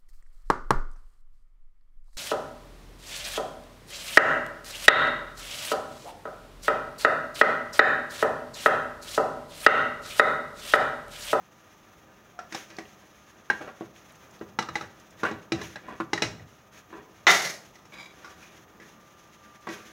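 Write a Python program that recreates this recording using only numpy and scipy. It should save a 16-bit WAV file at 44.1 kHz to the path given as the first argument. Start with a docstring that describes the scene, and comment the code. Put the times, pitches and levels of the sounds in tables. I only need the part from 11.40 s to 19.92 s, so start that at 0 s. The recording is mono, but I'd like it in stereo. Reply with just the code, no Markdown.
"""Close under a mono phone microphone, a wooden spoon works in a steel pot of thick porridge.
Appliance drone, hiss and a faint whine run throughout, under the rub and wet slop of stick-slip dragging.
A thin tone and taps on other things come first, with wet ticks; from 2.1 to 5 s the spoon knocks the pot,
sounding contact notes, a crack, a thud in the food, the damped pot and the stove. More taps follow; at 5.9 s
a hard object drops and clatters in the hard-walled kitchen, then comes a squeaky rub, and a lower whine grows."""
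import sys
import numpy as np
from scipy import signal
from scipy.fft import rfft, irfft
from scipy.io import wavfile
from scipy.ndimage import uniform_filter1d

SR = 44100
rng = np.random.default_rng(int(sys.argv[2]) if len(sys.argv) > 2 else 0)


def materialize(psi):
    """Save the field psi as 16-bit PCM at rate SR to the path in sys.argv[1].

    A 1-D psi becomes a single channel; in a 2-D psi each row is a channel.
    """
    bounded = np.clip(np.atleast_2d(psi).T, -1, 1)
    quanta = np.round(bounded * 32767).astype(np.int16)
    wavfile.write(sys.argv[1], SR, quanta)


N = 375732
T = np.arange(N) / SR


def undb(db):
    """Decibels to amplitude."""
    return 10 ** (np.asarray(db) / 20)


def unit(x):
    """Scale to rms 1."""
    return x / np.sqrt(np.mean(x ** 2))


def along(table, hz):
    """Value of (Hz, value) points on a log-frequency axis."""
    f, v = np.transpose(table)
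    return np.interp(np.log(hz + 1), np.log(f), v)


def colour(x, table):
    """Causal minimum-phase filter with a (Hz, dB) spectrum; white noise of rms 1 keeps about rms 1."""
    gain = undb(along(table, np.fft.rfftfreq(len(x), 1 / SR)))
    cepstrum = irfft(np.log(gain / np.sqrt(np.mean(gain ** 2))), len(x))
    # fold the cepstrum forward in time, so nothing sounds before its cause
    cepstrum[1:len(x) // 2] *= 2
    cepstrum[len(x) // 2 + 1:] = 0
    return irfft(rfft(x) * np.exp(rfft(cepstrum)), len(x))


def ring(t, hz, t60):
    """A sine that falls 60 dB in t60 seconds."""
    return np.sin(2 * np.pi * hz * t) * np.exp(-np.log(1000) * t / t60)


def modes(t, table, spread_db):
    """A struck object; each blow lands elsewhere and weights and tunes the modes anew."""
    hz, db, t60 = np.transpose(table)[:, :, None]
    chance = rng.standard_normal((2, len(table), 1))
    level = undb(db + spread_db * chance[0])
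    pitch_hz = hz * (1 + 0.011 * chance[1])
    return (level * ring(t, pitch_hz, t60)).sum(axis=0)


def walk(rate):
    """Random levels held 1 / rate s and slewed twice; rms 1."""
    k = int(SR / rate)
    steps = np.repeat(rng.standard_normal(N // k + 1), k)
    return unit(uniform_filter1d(uniform_filter1d(steps, k), k)[:N])


def add(bus, s, x):
    """Mix x into the bus from s seconds on."""
    i = int(s * SR)
    bus[i:i + len(x)] += x[:N - i]


# Drone and hiss spectrum: pitch_hz [Hz], density_db [relative dB per Hz]
DRONE_SPECTRUM = [(15, -42), (25, -11), (144, -8.5), (216, -6), (254, -13.5), (315, -13.5), (485, -14),
                  (526, -12.5), (1250, -15.5), (1350, -14), (1590, -41), (4420, -77), (6630, -38.5),
                  (8450, -51.5), (15700, -32)]
DRONE_DB = -57.5  # rms, around which it swells


def drone():
    """Appliance drone and hiss: coloured noise that swells slightly."""
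    return undb(DRONE_DB + 1.0 * walk(2.76)) * unit(colour(rng.standard_normal(N), DRONE_SPECTRUM))


# Centre pitches of the two whines: upper, lower [Hz]
WHINE_HZ = (1234, 1187)
UPPER_WHINE_DB = -69  # rms
# Swell of the lower whine: time_s [s], level_db [dB rms]
LOWER_WHINE = [(7.3, -74), (7.6, -66), (7.95, -63), (8.2, -57), (8.52, -59.5)]


def whines():
    """Two thin sines wavering in pitch and level; the lower one grows late."""
    out = np.zeros(N)
    lower_db = np.interp(T, *np.transpose(LOWER_WHINE))
    for hz, db in zip(WHINE_HZ, (UPPER_WHINE_DB, lower_db)):
        phase = 2 * np.pi * np.cumsum(hz + 1.5 * walk(15)) / SR
        out += np.sqrt(2) * undb(db + 1.5 * walk(12)) * np.sin(phase)
    return out


# Steel pot modes, damped by the food: pitch_hz [Hz], level_db [dB], t60_s [s]
POT_MODES = [(520, -2, .05), (640, 0, .05), (760, 0, .05), (1000, 0, .04), (1150, 0, .04), (1400, 0, .04),
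             (1560, 0, .04), (1700, 0, .04), (1890, -2, .04), (2200, -4, .03), (2450, -5, .03),
             (2690, -7, .03), (3250, -10, .03)]
# Low modes of the pot bottom: pitch_hz [Hz], level_db [dB], t60_s [s]
THUD_MODES = [(231.5, -8.5, 0.11), (329.4, -5.5, 0.14), (400.5, 0, 0.049)]
# Wet food spectrum: pitch_hz [Hz], density_db [relative dB per Hz]
SLOP_SPECTRUM = [(880, -17), (1500, 2), (1690, 4), (2750, -0.5), (3510, -1.5), (4610, -9), (6430, 0.5),
                 (8050, -18.5), (10100, -14), (15500, -18)]
# Scrapes and swishes: full_level_s [s], hold_s [s], low_rub_db [dB rms], bright_slop_db [dB rms]
SCRAPES = [(.4, .55, -66, -65.5), (1.164, 0.0041, -59, -42.5), (1.285, 1.8, -64.5, -59.5),
           (2.15, 0.11, -48.5, -57), (3.326, .1, -60, -54), (3.5, .25, -58, -61), (3.803, 0.04, -53, -53.5),
           (3.907, 0.0088, -44, -59), (4.183, .01, -42.5, -55), (4.233, 0.0069, -47, -42),
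           (4.442, 0.11, -48.5, -70), (4.58, .02, -59, -56.5), (4.95, 0.043, -54.5, -69),
           (5.35, .03, -52.5, -53), (5.541, .03, -47, -62), (5.752, .01, -56, -57.5),
           (6.235, .03, -58, -56), (6.55, .27, -57, -58.5), (6.827, 0.37, -57.5, -55.5),
           (7.446, 0.073, -67, -56), (7.705, 0.69, -61.5, -61), (8.335, .01, -45, -43.5),
           (8.44, .08, -56, -55)]
RISE_DB_PER_S, FALL_DB_PER_S = 251, 146
FLOOR_RUB_DB, FLOOR_SLOP_DB = -61, -63  # rms between scrapes


def drag():
    """Stick-slip ticks shake the pot; wet food hisses and slops; both swell and fade with each scrape."""
    s, hold, rub_db, slop_db = np.transpose(SCRAPES)[:, :, None]
    before_db = RISE_DB_PER_S * np.clip(s - T, 0, None)
    after_db = FALL_DB_PER_S * np.clip(T - s - hold, 0, None)
    away_db = before_db + after_db
    rub_level = undb(np.maximum((rub_db - away_db).max(axis=0), FLOOR_RUB_DB))
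    slop_level = undb(np.maximum((slop_db - away_db).max(axis=0), FLOOR_SLOP_DB))

    t = T[:SR // 8]
    slips = (rng.random(N) < .05) * rng.standard_normal(N) * undb(2.0 * walk(30))
    body = modes(t, POT_MODES, 0) + undb(1.5) * modes(t, THUD_MODES, 0)
    rub = signal.fftconvolve(slips, body)[:N]
    slop = colour(rng.standard_normal(N) * undb(2.2 * walk(60)), SLOP_SPECTRUM)
    return rub_level * unit(rub) + slop_level * unit(slop)


TONE_S, TONE_LENGTH_S, TONE_HZ, TONE_SAG_HZ_PER_S, TONE_DB = .92, 0.18, 720, 150, -52


def thin_tone():
    """One brief sine that sags in pitch under a rounded envelope."""
    out, t = np.zeros(N), T[:int(TONE_LENGTH_S * SR)]
    phase = 2 * np.pi * (TONE_HZ - TONE_SAG_HZ_PER_S * t / 2) * t
    add(out, TONE_S, undb(TONE_DB) * np.sin(phase) * np.sin(np.pi * t / TONE_LENGTH_S))
    return out


# Contact crack spectrum: pitch_hz [Hz], density_db [relative dB per Hz]
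CRACK_SPECTRUM = [(880, -15.5), (1500, -9.5), (2370, -11.5), (3000, -17), (3720, -14.5), (4530, -18),
                  (5560, -11.5), (10700, -39.5), (15500, -46)]
# Wooden spoon modes: pitch_hz [Hz], level_db [dB], t60_s [s]
SPOON_MODES = [(840, -2, .07), (1300, -2, .08), (2030, 0, .1), (2870, -3, .09), (3830, -5, .11),
               (4040, -5, .11)]
REACH_DB_PER_OCTAVE = 9  # how fast the skid weakens away from a contact note


def strike(row, clack_db=None):
    """One blow: two contact notes, crack, thud, a fading skid and, if clack_db is given, a spoon clack."""
    level_db, low_hz, high_hz, low_db, high_db, thud_db, crack_db, skid_db, t60 = row
    t = T[:SR // 2]
    fade = np.exp(-np.log(1000) * t / t60)

    crack = unit(colour(rng.standard_normal(len(t)), CRACK_SPECTRUM))
    crack = crack * (np.exp(-t / 0.0033) + 0.15 * fade) * (1 - np.exp(-t / 0.0016))
    blow = undb(low_db) * ring(t, low_hz, 0.044) + undb(high_db) * ring(t, high_hz, 0.035)
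    blow = blow + undb(crack_db) * crack + undb(thud_db) * modes(t, THUD_MODES, 4.4)
    if clack_db is not None:
        blow = blow + undb(crack_db + clack_db) * modes(t, SPOON_MODES, 1.5)

    # fading slips after contact shake the steel, most near the contact notes
    reach = []
    for hz, db, ring_s in POT_MODES:
        near_low_db = low_db - REACH_DB_PER_OCTAVE * abs(np.log2(hz / low_hz))
        near_high_db = high_db - REACH_DB_PER_OCTAVE * abs(np.log2(hz / high_hz))
        reach.append((hz, db + max(near_low_db, near_high_db), ring_s))
    slips = (rng.random(len(t)) < .08) * rng.standard_normal(len(t))
    body = modes(t[:SR // 10], reach, 3.2)
    skid = unit(signal.fftconvolve(slips, body)[:len(t)]) * fade

    onset = 1 - np.exp(-t / 0.0004)
    # the blows carry no deep bass
    small = signal.butter(2, 160, "highpass", fs=SR, output="sos")
    return undb(level_db) * signal.sosfilt(small, (blow + undb(skid_db) * skid) * onset)


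# Taps on other things: start_s [s], level_db [dB], low_note_hz [Hz], high_note_hz [Hz],
# then low_note_db, high_note_db, thud_db, crack_db, skid_db [dB re level_db],
# skid_t60_s [s], room_db [dB re blow; far = more]
TAPS = [(.99, -27, 730, 1367, -3, 1.5, -35, -10, -15.5, 0.21, -8.5),
        (1.123, -31.5, 1140, 1770, -14, -13, -10, 3, -9.5, 0.16, -2.5),
        (1.147, -21.5, 794, 2380, -7.5, -30, -12.5, -1, -12.5, 0.11, -14.5),
        (1.301, -39, 615, 2320, -17, -10, -16, -2, -10, 0.2, 0),
        (1.385, -27, 730, 1970, -3, -6.5, -4.5, -3, -10, .14, -10),
        (5.528, -37.5, 1000, 1320, -2, -8.5, -6, -28, -12, 0.2, 4.5),
        (6.355, -46, 900, 1940, -21, -10, -14, 3, -29, .13, -2),
        (6.453, -52, 860, 1240, -1, -14, -18, 5, -21, .2, -11),
        (6.522, -36, 584, 2265, -17.5, -8, -32, -21, -13.5, 0.32, 4.5),
        (6.845, -31, 1170, 1426, -9, -5, -41, -11, -21, 0.23, 2.5),
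        (7.029, -39, 794, 2420, -27, -2.5, -23, -8, -16, 0.16, -2),
        (7.399, -38, 810, 2000, -15, -5, -11, -10, -13.5, 0.2, -0.5),
        (8.27, -18.5, 1097, 1136, -15, -8.5, -23, -34, -11.5, 0.12, -11.5),
        (8.288, -24.5, 1060, 1935, -20, -6, -6, -11, -17.5, 0.35, -1.5)]


def taps():
    """Other things are struck without the spoon's clack; returns direct sound and room send."""
    near, send = np.zeros(N), np.zeros(N)
    for s, *row, room_db in TAPS:
        blow = strike(row)
        add(near, s, blow)
        add(send, s, undb(room_db) * blow)
    return near, send


# Reverberation of the hard-walled kitchen: pitch_hz [Hz], t60_s [s]
ROOM_T60 = [(100, 0.7), (500, 0.56), (2000, 0.36), (6000, 0.41), (14000, 0.48)]


def room(x):
    """Diffuse noise tail, decaying octave by octave after a short build-up."""
    t = T[:SR]
    spec, f = rfft(rng.standard_normal(SR)), np.fft.rfftfreq(SR, 1 / SR)
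    tail = 0
    for hz in 62.5 * 2. ** np.arange(9):
        octave = np.clip(1 - abs(np.log2((f + 1) / hz)), 0, 1)
        tail = tail + irfft(spec * octave, SR) * np.exp(-np.log(1000) * t / along(ROOM_T60, hz))
    tail = tail * (1 - np.exp(-t / 0.0014))
    return signal.fftconvolve(x, tail / np.sqrt(np.sum(tail ** 2)))[:N]


# Faint wet ticks: start_s [s], level_db [dB rms before decay], pitch_hz [Hz]
TICKS = [(1.367, -44, 5000), (1.454, -46, 2620), (2.561, -48, 2600), (2.705, -54, 4000),
         (2.722, -56, 10000), (2.755, -57, 6430), (2.91, -53, 6000), (2.992, -52, 4200), (3.599, -53, 6300),
         (3.707, -52, 6350), (8.21, -57, 6300)]
TICK_DECAY_MS = 3.6


def ticks():
    """Tiny pops of the food: a click of noise around one pitch."""
    out, t = np.zeros(N), T[:SR // 20]
    for s, db, hz in TICKS:
        band = signal.butter(2, (hz / 1.2, hz * 1.2), "bandpass", fs=SR, output="sos")
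        noise = unit(signal.sosfilt(band, rng.standard_normal(len(t))))
        add(out, s, undb(db) * noise * np.exp(-t * 1000 / TICK_DECAY_MS))
    return out


# Spoon on pot: start_s [s], level_db [dB], low_note_hz [Hz], high_note_hz [Hz],
# then low_note_db, high_note_db, thud_db, crack_db, skid_db [dB re level_db],
# skid_t60_s [s], stove_rumble_db [dB peak]
KNOCKS = [(2.1, -8.5, 835, 1600, -11, 1, -26, -20, -16, 0.13, -52),
          (2.209, -31.5, 585, 1260, -3, -5, -7.5, -19, -5, 0.23, -59),
          (2.276, -33.5, 580, 1310, 2, -2, -7, -25, -6.5, 0.24, -65),
          (2.409, -26.5, 714, 1440, -4.5, -16, 0, -33, -11, 0.17, -46),
          (3.012, -29.5, 630, 1230, -5, -11.5, 1, -25, -9, 0.11, -45),
          (3.188, -14.5, 892, 1340, -3.5, -5, -10.5, -5, -16.5, 0.19, -40.5),
          (3.224, -26, 870, 1210, -18, 0, -7.5, -5.5, -15, .21, -54),
          (3.287, -22, 990, 1270, -14, -4, -13.5, -13, -10, 0.086, -40),
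          (3.355, -19, 838, 1998, -4.5, -1, -11.5, -4.5, -14, 0.16, -68),
          (3.41, -25.5, 810, 1300, -8, -2.5, -13, -10, -15, 0.27, -42),
          (3.833, -17, 1045, 1410, -1, -4.5, -9, -15, -7.5, 0.26, -62),
          (3.851, -19.5, 1054, 1465, -12, 4.5, -23, -17.5, -8.5, 0.27, -62),
          (3.912, -26.5, 804, 1620, -3, -7, -4, -11, -20, .14, -45),
          (4.12, -20, 747, 2400, -6.5, -2.5, -2, -2, -12.5, 0.21, -30),
          (4.214, -29, 1060, 1720, -6.5, -8, -5, -3, -14.5, 0.27, -43),
          (4.357, -25.5, 810, 1645, -11, -4, -18, -11.5, -11.5, 0.13, -52),
          (4.484, -33, 1030, 1460, 2, -16, -7.5, -36, -8.5, 0.37, -59),
          (4.601, -17, 1060, 1280, -5, -11, -8.5, -28, -8, 0.093, -41.5),
          (4.732, -19, 812, 2050, -2, -10, -7.5, 1, -15, 0.19, -38),
          (4.777, -18.5, 885, 1890, -26, -2, -19, -12, -20, 0.19, -41),
          (4.821, -22, 720, 2500, -2.5, 0.5, 1.5, 8.5, -8.5, .25, -28.5),
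          (4.996, -38, 710, 1950, -10, -6, -27, -20, -16, .16, -41.5)]
CLACK_DB, KNOCK_ROOM_DB = -9.5, -11  # spoon clack re crack; room send re blow


def knocks():
    """The spoon strikes the pot and the stove top answers late and low; returns direct sound and room send."""
    near, send, t = np.zeros(N), np.zeros(N), T[:SR // 2]
    stove = signal.butter(2, (85, 190), "bandpass", fs=SR, output="sos")
    shape = np.exp(-t / 0.076) * (1 - np.exp(-t / 0.0047))
    for s, *row, rumble_db in KNOCKS:
        blow = strike(row, CLACK_DB)
        rumble = signal.sosfilt(stove, rng.standard_normal(len(t)) * shape)
        add(near, s, blow + undb(rumble_db) * rumble / np.abs(rumble).max())
        add(send, s, undb(KNOCK_ROOM_DB) * blow)
    return near, send


# Dropped object's burst spectrum: pitch_hz [Hz], density_db [relative dB per Hz]
BANG_SPECTRUM = [(60, -63), (140, -31), (400, -9.5), (500, -13), (709, -4), (870, -7), (1250, 1.5),
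                 (1650, 2), (2040, 9), (2700, -10.5), (3750, -2.5), (4700, -17), (6560, -12.5), (8180, -38),
                 (15500, -46)]
BANG_S, BANG_DB, BANG_DECAY_MS = 5.868, -5, 4.5


def bang():
    """A hard object dropped across the kitchen lands with a short coloured noise burst."""
    out, t = np.zeros(N), T[:SR // 2]
    impact = rng.standard_normal(len(t)) * np.exp(-t * 1000 / BANG_DECAY_MS)
    add(out, BANG_S, undb(BANG_DB) * colour(impact, BANG_SPECTRUM))
    return out


# Clatter spectrum: pitch_hz [Hz], density_db [relative dB per Hz]
CLATTER_SPECTRUM = [(47, -71.5), (80, -33), (158, -7.5), (252, -18.5), (400, -13), (466, -17), (594, -4),
                    (809, -22.5), (2130, -1.5), (2540, -13), (6420, -9), (8180, -23), (11000, -22),
                    (15500, -32)]
CLATTER_DB, CLATTER_S = -20.5, 0.33  # level before the fade; length


def clatter():
    """The dropped object clatters: grainy noise with random flutter that dies out."""
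    out, t = np.zeros(N), T[:SR // 2]
    grains = rng.standard_normal(len(t)) * undb(2.6 * walk(93)[:len(t)])
    fade = np.exp(-t / 0.24) * np.clip(1 - t / CLATTER_S, 0, 1) * (1 - np.exp(-t / 0.019))
    add(out, BANG_S, undb(CLATTER_DB) * colour(unit(grains) * fade, CLATTER_SPECTRUM))
    return out


# Level of a squeaky rub: time_s [s], level_db [dB rms]
SQUEAK_LEVEL = [(6.51, -87), (6.525, -68), (6.539, -44), (6.555, -53.5), (6.61, -42.5), (6.65, -48),
                (6.74, -62)]
# Its resonances: pitch_hz [Hz], half_width_hz [Hz], peak_db [relative dB]
SQUEAK_PEAKS = [(1120, 66, -2.5), (2310, 38, 5), (3470, 160, -8), (3850, 22, -1), (4800, 68, -7),
                (5440, 15, -25), (6940, 13, -6)]


def squeak():
    """Fast slips ring a few narrow resonances."""
    s, db = np.transpose(SQUEAK_LEVEL)
    level = undb(np.interp(T, s, db, left=-120, right=-120))
    slips = (rng.random(N) < .04) * rng.standard_normal(N)
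    t = T[:SR // 10]
    # a narrower peak rings longer; the factor width evens out their heights
    body = sum(undb(peak_db) * ring(t, hz, 1.1 / width) * width for hz, width, peak_db in SQUEAK_PEAKS)
    return level * unit(signal.fftconvolve(slips, body)[:N])


def scene():
    """Direct sounds plus the room's answer, the same in both channels."""
    tap_near, tap_send = taps()
    knock_near, knock_send = knocks()
    burst, rattle = bang(), clatter()
    # the burst is heard mostly as room
    send = tap_send + knock_send + undb(7) * burst + undb(-6.5) * rattle
    background = drone() + whines()
    near = drag() + thin_tone() + tap_near + ticks() + knock_near + burst + rattle + squeak()
    mono = background + near + room(send)
    return np.array([mono, mono])


TOP_HZ = 15800


def record(dry):
    """The phone thins the deep bass, rounds the loudest peaks and cuts the top."""
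    thin = signal.sosfilt(signal.butter(3, 55, "highpass", fs=SR, output="sos"), dry)
    rounded = 1.5 * np.tanh(thin / 1.5)
    return signal.sosfilt(signal.ellip(10, .2, 70, TOP_HZ, fs=SR, output="sos"), rounded)


dry = scene()
out = record(dry)
materialize(out)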